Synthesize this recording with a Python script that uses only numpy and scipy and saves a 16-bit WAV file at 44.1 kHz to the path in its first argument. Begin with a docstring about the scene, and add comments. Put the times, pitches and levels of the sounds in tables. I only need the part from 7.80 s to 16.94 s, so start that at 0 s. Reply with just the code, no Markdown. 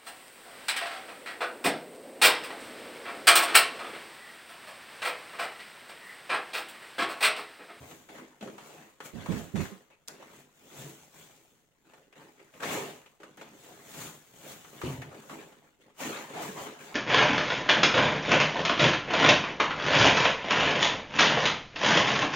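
"""Bagging wood shavings

Dry wood shavings are swept together on a workshop bench and stuffed by the handful into a stiff
paper bag. The curls fizz with countless tiny fractures. The bag crumples, creases and booms hollowly,
and as it swings open it fans air onto the right microphone. A small room rings briefly behind it all."""
import sys
import numpy as np
from scipy import signal
from scipy.fft import rfft, irfft
from scipy.io import wavfile
from scipy.ndimage import uniform_filter1d

SR = 44100
rng = np.random.default_rng(int(sys.argv[2]) if len(sys.argv) > 2 else 0)


def generate_wav(signal):
    """Clip the signal to [-1, 1] and save it as 16-bit WAV at the path in sys.argv[1]."""
    frames = np.transpose(np.atleast_2d(signal))
    scaled = np.clip(frames, -1, 1) * 32767
    pcm = np.round(scaled).astype(np.int16)
    wavfile.write(sys.argv[1], SR, pcm)


N = 403074
T = np.arange(N) / SR
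HZ = np.maximum(np.arange(N // 2 + 1) * SR / N, 1)


def undb(db):
    """Turn decibels into a gain."""
    return 10 ** (np.asarray(db) / 20)


def unit(x):
    """Scale to an average power of 1."""
    return x / np.sqrt(np.mean(x ** 2))


def shape(points):
    """Join (Hz, dB) points into a gain for every frequency."""
    hz, db = np.transpose(points)
    return undb(np.interp(np.log(HZ), np.log(hz), db))


def ring(x, response):
    """Make every sample of x set off the given ringing."""
    return signal.oaconvolve(np.atleast_2d(x), response, axes=-1)[:, :N]


def colour(x, gain):
    """Change the tone with a filter that never rings ahead of a sound, so attacks stay sharp."""
    cepstrum = irfft(np.log(gain), N)
    cepstrum[1:N // 2] *= 2
    cepstrum[N // 2 + 1:] = 0
    response = irfft(np.exp(rfft(cepstrum)), N)[:SR // 20]
    return ring(x, response[None])


def place(sounds):
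    """Lay (start in seconds, sound) pairs on one stereo track."""
    track = np.zeros((2, N))
    for s, sound in sounds:
        start = int(s * SR)
        track[:, start:start + sound.shape[1]] += sound[:, :N - start]
    return track


def hiss(seconds, peak_hz=1000, lift_db=0, octaves=1, alike_hz=900):
    """Noise with an optional peak; left and right are alike in the bass, unrelated in the treble."""
    size = int(SR * seconds) + 20
    hz = np.maximum(np.arange(size // 2 + 1) * SR / size, 1)
    white = np.random.default_rng(rng.integers(N)).standard_normal((size, 2))
    mid, side = rfft(white.T)
    alike = 1 / (1 + (hz / alike_hz) ** 2)
    pair = mid * np.sqrt((1 + alike) / 2) + np.array([[1], [-1]]) * side * np.sqrt((1 - alike) / 2)
    peak_db = lift_db * np.exp(-(np.log2(hz / peak_hz) / octaves) ** 2)
    return irfft(pair * undb(peak_db), size)


def burst(fade_s, **resonance):
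    """Hiss that starts at once and dies away. A fade time is how long a drop of 60 dB takes."""
    noise = hiss(fade_s, **resonance)
    return noise * np.exp(-np.log(1000) * np.linspace(0, 1, noise.shape[1]))


def wander(per_second):
    """A smooth random drift, roughly between -1 and 1."""
    hold = int(SR / per_second)
    steps = np.repeat(rng.standard_normal(N // hold + 1), hold)
    return 1.2 * uniform_filter1d(steps, hold)[:N]


def crackle(per_second, spread_db, fade_s, clump_db, clump_hz, facet_count=20):
    """Tiny fractures come in clumps; each lands on a small facet with its own brief ring."""
    moments = np.flatnonzero(rng.random(N) < per_second / SR)
    sizes = undb(spread_db * np.clip(rng.standard_normal(len(moments)), -2, 2))
    sizes *= rng.choice([-1, 1], len(moments))
    sizes /= np.sqrt(per_second[moments])  # more fractures sound denser, not louder
    facets = rng.integers(facet_count, size=len(moments))
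    out = 0
    for facet in range(facet_count):
        clicks = np.bincount(moments, sizes * (facets == facet), N)
        clicks *= undb(clump_db * wander(clump_hz))
        facet_ring = unit(burst(fade_s * 2 ** rng.uniform(-1.3, 1)))
        out = out + ring(clicks, facet_ring)
    return np.array([unit(channel) for channel in out])


def flex(x, depth_db):
    """A bending sheet keeps changing how it rings: random peaks and dips come and go in its tone."""
    frames = signal.stft(x, nperseg=512)[2]
    patches = uniform_filter1d(rng.standard_normal(frames.shape[1:]), size=4, axis=0)  # over pitch
    patches = uniform_filter1d(patches, size=6, axis=1)  # over time
    gain = unit(undb(depth_db * unit(patches)))
    return signal.istft(frames * gain)[1][:, :N]


# Pushes and shakes of the bag. Each row: start in seconds, level in dB, seconds until it starts
# to settle, change that the hollow bag makes to the low notes in dB.
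BAG_PUSHES = [(0.0, -58, 0.13, 5), (0.276, -56, 0.14, 0.5), (0.604, -53, 0.045, 6.5),
              (0.778, -58, 0.24, 0.5), (1.198, -60, .13, -1), (1.332, -52, 0.098, -3),
              (1.471, -47, 0.083, 3), (1.745, -44, 0.039, -0.5), (2.272, -56, 0.034, -0.5),
              (2.381, -60, 0.17, -0.5), (2.781, -67, 0.14, 2), (2.901, -59, 0.17, -1),
              (3.321, -66, 0.19, -15), (4.038, -68, 0.16, 1), (4.348, -59, 0.081, -1.5),
              (4.556, -64, 0.07, -2.5), (4.733, -60, 0.071, 4), (4.813, -37, 0.135, -4.5),
              (5.392, -62, 0.11, 1.5), (5.567, -56.5, 0.093, 0), (5.82, -59, 0.15, -1.5),
              (6.622, -58, 0.11, -2.5), (6.909, -57, .11, 0.5), (7.023, -44, 0.054, 3.5),
              (7.21, -58, 0.2, 4), (7.488, -51.5, .11, 1.5), (7.749, -68, .12, 0.5),
              (7.996, -64, 0.047, -3), (8.187, -40.5, 0.17, -8), (8.481, -49, .12, 4),
              (8.598, -43.5, .055, -2), (8.753, -46, 0.11, -3.5), (8.973, -52, .14, -2)]


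def pushes(attack_s=0.022, settle_db_per_s=100, rest_db=-80):
    """Paper gives way, crumples while held, then settles. Returns its power and that of its low notes."""
    power = low_power = undb(rest_db) ** 2  # held paper is never quite still
    for start, db, hold, hollow_db in BAG_PUSHES:
        age = T - start
        attack = np.clip(age / attack_s, 0, 1)
        push = attack * undb(db - settle_db_per_s * np.maximum(age - hold, 0))
        power = power + push ** 2
        low_power = low_power + (push * undb(hollow_db)) ** 2
    return power, low_power


# The tone of stiff paper. Each row: frequency in Hz, gain in dB.
PAPER_TONE = [(30, -22.5), (110, 9.5), (190, 18.5), (430, 19), (1000, 12), (2300, 8.5), (3500, 3.5),
              (5000, -5), (6800, -.5), (10000, -11.5), (15000, -14.5)]


def crumple(effort, hollow_gain):
    """Stiff paper crumples in fits; the air inside the bag changes how strong the low notes are."""
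    per_second = 9000 * np.sqrt(effort / effort.max())  # a hard push breaks more folds at once
    folds = crackle(per_second, spread_db=3, fade_s=0.015, clump_db=2.5, clump_hz=25)
    paper = colour(flex(folds, depth_db=3.5) * effort, shape(PAPER_TONE))
    lows = signal.sosfiltfilt(signal.butter(2, 600, fs=SR, output="sos"), paper)
    return paper + lows * (hollow_gain - 1)


# Dull bumps of hand and bag on the bench.
# Each row: start in seconds, level in dB, strongest frequency in Hz, fade time in seconds.
BENCH_BUMPS = [(0.0, -58.5, 100, 0.2), (7.035, -34, 355, .14), (7.072, -43.5, 145.9, 0.52)]
# The notes the bag booms with. Each row: pitch in Hz, relative level in dB, fade time in seconds.
BOOM_NOTES = [(91.4, -8, 0.45), (132.4, 3.5, 0.089), (172, -16, 0.072), (265, -6, 0.16), (342.8, 0, 0.049)]


def bumps():
    """Soft scraping pushes ring the bag on the bench; the lowest note lasts longest, so the boom sinks."""
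    scrapes = place((s, undb(db) * burst(fade_s, peak_hz=hz, lift_db=15))
                    for s, db, hz, fade_s in BENCH_BUMPS)
    t = T[:SR]
    notes = sum(undb(db) * np.sin(2 * np.pi * hz * t) * np.exp(-np.log(1000) * t / fade_s)
                for hz, db, fade_s in BOOM_NOTES)
    boom = ring(scrapes, notes[None] / np.linalg.norm(notes))
    return signal.sosfilt(signal.butter(2, 80, "high", fs=SR, output="sos"), boom)


# Swells of bright hiss from shavings being swept or fingers sliding on the paper.
# Each row: loudest moment in seconds, level in dB, seconds to rise by 20 dB, seconds to fall by 20 dB.
HISS_SWELLS = [(0.11, -59, 0.43, 0.3), (0.35, -64, .1, 0.27), (0.89, -60, 0.39, 0.33),
               (1.255, -51, .035, .07), (1.59, -53, 0.26, .15), (1.84, -55, .16, 0.18),
               (2.6, -64, 0.43, .12), (3.02, -53, .27, 0.34), (3.36, -59, 0.082, 0.48),
               (4.12, -74, .18, 0.36), (4.42, -72, 0.14, 0.62), (4.93, -44, .15, 0.24),
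               (5.86, -60, 0.33, 0.51), (6.22, -46, 0.25, 0.2), (6.70, -52, .26, .27),
               (7.11, -54, 0.43, 0.16), (7.52, -60, 0.31, 0.37), (8.21, -47, 0.041, .34),
               (8.625, -45, .025, .14), (8.839, -51, .23, 0.068), (9.01, -60, 0.05, 0.38)]


def swells(rest_db=-88):
    """Each swell of hiss grows to its peak, then dies down. Returns their combined power."""
    power = undb(rest_db) ** 2  # held curls are never quite still
    for peak, db, rise, fall in HISS_SWELLS:
        drop_db = 20 * np.maximum((peak - T) / rise, (T - peak) / fall)
        power = power + undb(db - drop_db) ** 2
    return power


# The tone of dry wood curls. Each row: frequency in Hz, gain in dB.
CURL_TONE = [(40, -4), (130, 17), (400, 13), (2000, 9), (3600, 8), (5100, 1.5), (6900, 10.5), (9000, 3.5),
             (12000, 0.5), (14800, 4)]


def shavings(stir):
    """Thin dry curls rub and break: the harder they are stirred, the smoother their ticks fizz."""
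    per_second = 24000 * np.sqrt(stir / stir.max())
    fizz = crackle(per_second, spread_db=2.5, fade_s=0.0082, clump_db=3.5, clump_hz=24)
    return colour(flex(fizz, depth_db=1.8) * stir, shape(CURL_TONE))


def panel_tone(x, low_hz=487):
    """One panel of the bag sounds like paper, but is too small to give off much bass."""
    return colour(x, shape(PAPER_TONE) * HZ / np.hypot(HZ, low_hz))


# Creases giving way. Each row: start in seconds, level in dB, pitch of the ringing panel in Hz.
PAPER_CREASES = [(0.111, -50, 2820), (0.288, -52.5, 1480), (0.359, -52, 2200), (0.382, -49.5, 1400),
                 (0.609, -47, 3520), (0.626, -45, 670), (0.674, -49.5, 1260), (0.781, -46.5, 1008),
                 (1.203, -42, 1390), (1.459, -42, 1077), (1.521, -42.5, 718), (1.756, -41.5, 734),
                 (1.802, -43, 1110), (1.853, -45, 1500), (2.102, -61, 918), (2.282, -51.5, 1500),
                 (2.424, -50.5, 975), (4.135, -54.5, 941), (4.326, -57.5, 2500), (4.356, -59, 1662),
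                 (4.598, -57.5, 2200), (4.738, -58, 2400), (4.803, -44, 1496), (4.830, -37.5, 1305),
                 (5.260, -55.5, 2802), (5.401, -55.5, 450.3), (5.432, -48, 1402), (5.574, -51.5, 449),
                 (5.612, -44.5, 800), (6.845, -51.5, 1292), (7.015, -39.5, 1131), (7.218, -42.5, 1974),
                 (7.345, -50.5, 639.3), (7.496, -45.5, 1296), (7.720, -58.5, 1000), (8.204, -46, 2497),
                 (8.867, -43, 893.4)]


def creases(rise_s=0.0004):
    """Each fold gives way within a millisecond or two, and its panel rattles on."""
    sounds = []
    for s, db, hz in PAPER_CREASES:
        rattle = burst(0.1, peak_hz=hz, lift_db=7.5, octaves=0.45)
        attack = 1 - np.exp(-T[:rattle.shape[1]] / rise_s)
        sounds.append((s, undb(db) * rattle * attack))
    return panel_tone(place(sounds))


# Paper sliding. Each row: start in seconds, level in dB, pitch of the panel in Hz, length in seconds.
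PAPER_RUBS = [(0.301, -62.5, 1920, 0.14), (0.862, -63.5, 740, 0.2), (2.103, -67.5, 2508, 0.06),
              (4.849, -59, 660, 0.4), (4.90, -50, 425.9, 0.22), (8.524, -43, 772, 0.13)]


def rubs():
    """Paper slides past hands and bench with a hiss that rises and falls."""
    sounds = []
    for s, db, hz, length in PAPER_RUBS:
        friction = hiss(length, peak_hz=hz, lift_db=12.5, octaves=0.27)
        arch = np.sin(np.linspace(0, np.pi, friction.shape[1]))
        sounds.append((s, undb(db) * friction * arch))
    return panel_tone(place(sounds))


# Hollow knocks of the bag; close ones push their air into the right microphone.
# Each row: start in seconds, level on the right in dB, starting pitch in Hz, left minus right in dB.
BAG_KNOCKS = [(0.625, -31.5, 215.6, 0), (1.349, -27.5, 243, -28), (1.484, -26, 217, -18),
              (1.503, -18.5, 166.4, -20), (1.568, -21, 219, -18), (1.743, -16.5, 204.3, -25),
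              (1.774, -17.5, 159.4, -20), (1.918, -28, 204.8, -20), (2.985, -36.5, 137.4, 1),
              (3.042, -34, 150, 0), (7.035, -24, 359.5, -3), (8.212, -33.5, 275.2, 2.5),
              (8.684, -30.5, 203.5, 0)]


def knocks(cycles=23, pitch_sag=0.234, rise_share=0.062, overtone_ratio=1.9, overtone_db=-11):
    """A side of the bag pops over: a low note and a weaker overtone sag as the paper slackens."""
    sounds = []
    for s, db, hz, left_db in BAG_KNOCKS:
        fade_s = cycles / hz
        progress = T[:int(SR * fade_s)] / fade_s
        turns = hz * np.cumsum(1 - pitch_sag * progress) / SR + rng.random()
        phase = 2 * np.pi * turns
        note = np.sin(phase) + undb(overtone_db) * np.sin(overtone_ratio * phase)
        envelope = (1 - np.exp(-progress / rise_share)) * np.exp(-np.log(1000) * progress)
        sounds.append((s, undb([[db + left_db], [db]]) * note * envelope))
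    return place(sounds)


# Puffs of air from the swinging bag. Each row: start in seconds, level in dB, fade time in seconds.
AIR_PUFFS = [(1.333, -39.5, 0.49), (1.485, -28, 0.43), (1.738, -29.5, 0.25), (1.785, -28, 0.26)]
# The rumbling tone of that air. Each row: frequency in Hz, gain in dB.
AIR_TONE = [(20, -2), (90, 26), (190, 26.5), (350, 18), (1200, -21), (8000, -75)]


def puffs(left_db=-26):
    """Swirls of air buffet the right microphone and hardly reach the left."""
    swirls = place((s, undb(db) * burst(fade_s)) for s, db, fade_s in AIR_PUFFS)
    return colour(swirls, shape(AIR_TONE)) * undb([[left_db], [0]])


# Sharp snaps. Each row: start in seconds, level in dB, pitch in Hz, fade time in seconds.
SHARP_SNAPS = [(2.277, -51, 4916, 0.027), (2.2826, -38, 5550, 0.016), (2.283, -63, 7160, 0.093),
               (5.572, -61, 9000, 0.011)]


def snaps():
    """A stiff paper edge or a dry chip breaks with one bright crack."""
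    return place((s, undb(db) * burst(fade_s, peak_hz=hz, lift_db=15, octaves=1.1))
                 for s, db, hz, fade_s in SHARP_SNAPS)


def room(x, fade_s=0.36, echo_db=-9):
    """Walls and bench add a short wash of echoes, fullest in the lower middle notes."""
    tail = burst(fade_s, peak_hz=464, lift_db=3.5, octaves=5.1)
    tail = np.pad(tail, ((0, 0), (SR // 200, 0)))  # the echoes arrive 5 ms late
    tail /= np.linalg.norm(tail, axis=1, keepdims=True)
    return x + undb(echo_db) * ring(x, tail)


# The faint steady noise of the room. Each row: frequency in Hz, gain in dB.
ROOM_NOISE_TONE = [(150, -58), (500, -76), (8000, -99)]


def scene(brush_db=-10, stir_db=-21):
    """Bag and shavings sound in the room; knocks, puffs and room noise are added without echo."""
    pushing, low_pushing = pushes()
    swelling = swells()
    brushing = swelling * undb(brush_db) ** 2  # the paper rustles along with each swell
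    effort = np.sqrt(pushing + brushing)
    hollow_gain = np.sqrt(low_pushing + brushing) / effort
    stir = np.sqrt(swelling + pushing * undb(stir_db) ** 2)  # a push also stirs the shavings
    bag = crumple(effort, hollow_gain) + creases() + rubs()
    handling = room(bag + shavings(stir) + snaps() + bumps()) + knocks() + puffs()
    room_noise = colour(rng.standard_normal((2, N)), shape(ROOM_NOISE_TONE))
    return handling + room_noise


# How much brighter the left microphone is. Each row: frequency in Hz, left minus right in dB.
LEFT_BRIGHTNESS = [(400, .3), (1300, 1.3), (8000, 2.3), (15000, 7)]


def record(dry):
    """The left microphone hears more treble than the right, and the very top is cut from both."""
    tilt = np.sqrt(shape(LEFT_BRIGHTNESS))
    stereo = np.vstack([colour(dry[0], tilt), colour(dry[1], 1 / tilt)])
    top_cut = signal.ellip(10, 0.2, 70, 15850, fs=SR, output="sos")
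    return signal.sosfilt(top_cut, stereo)


dry = scene()
out = record(dry)
generate_wav(out)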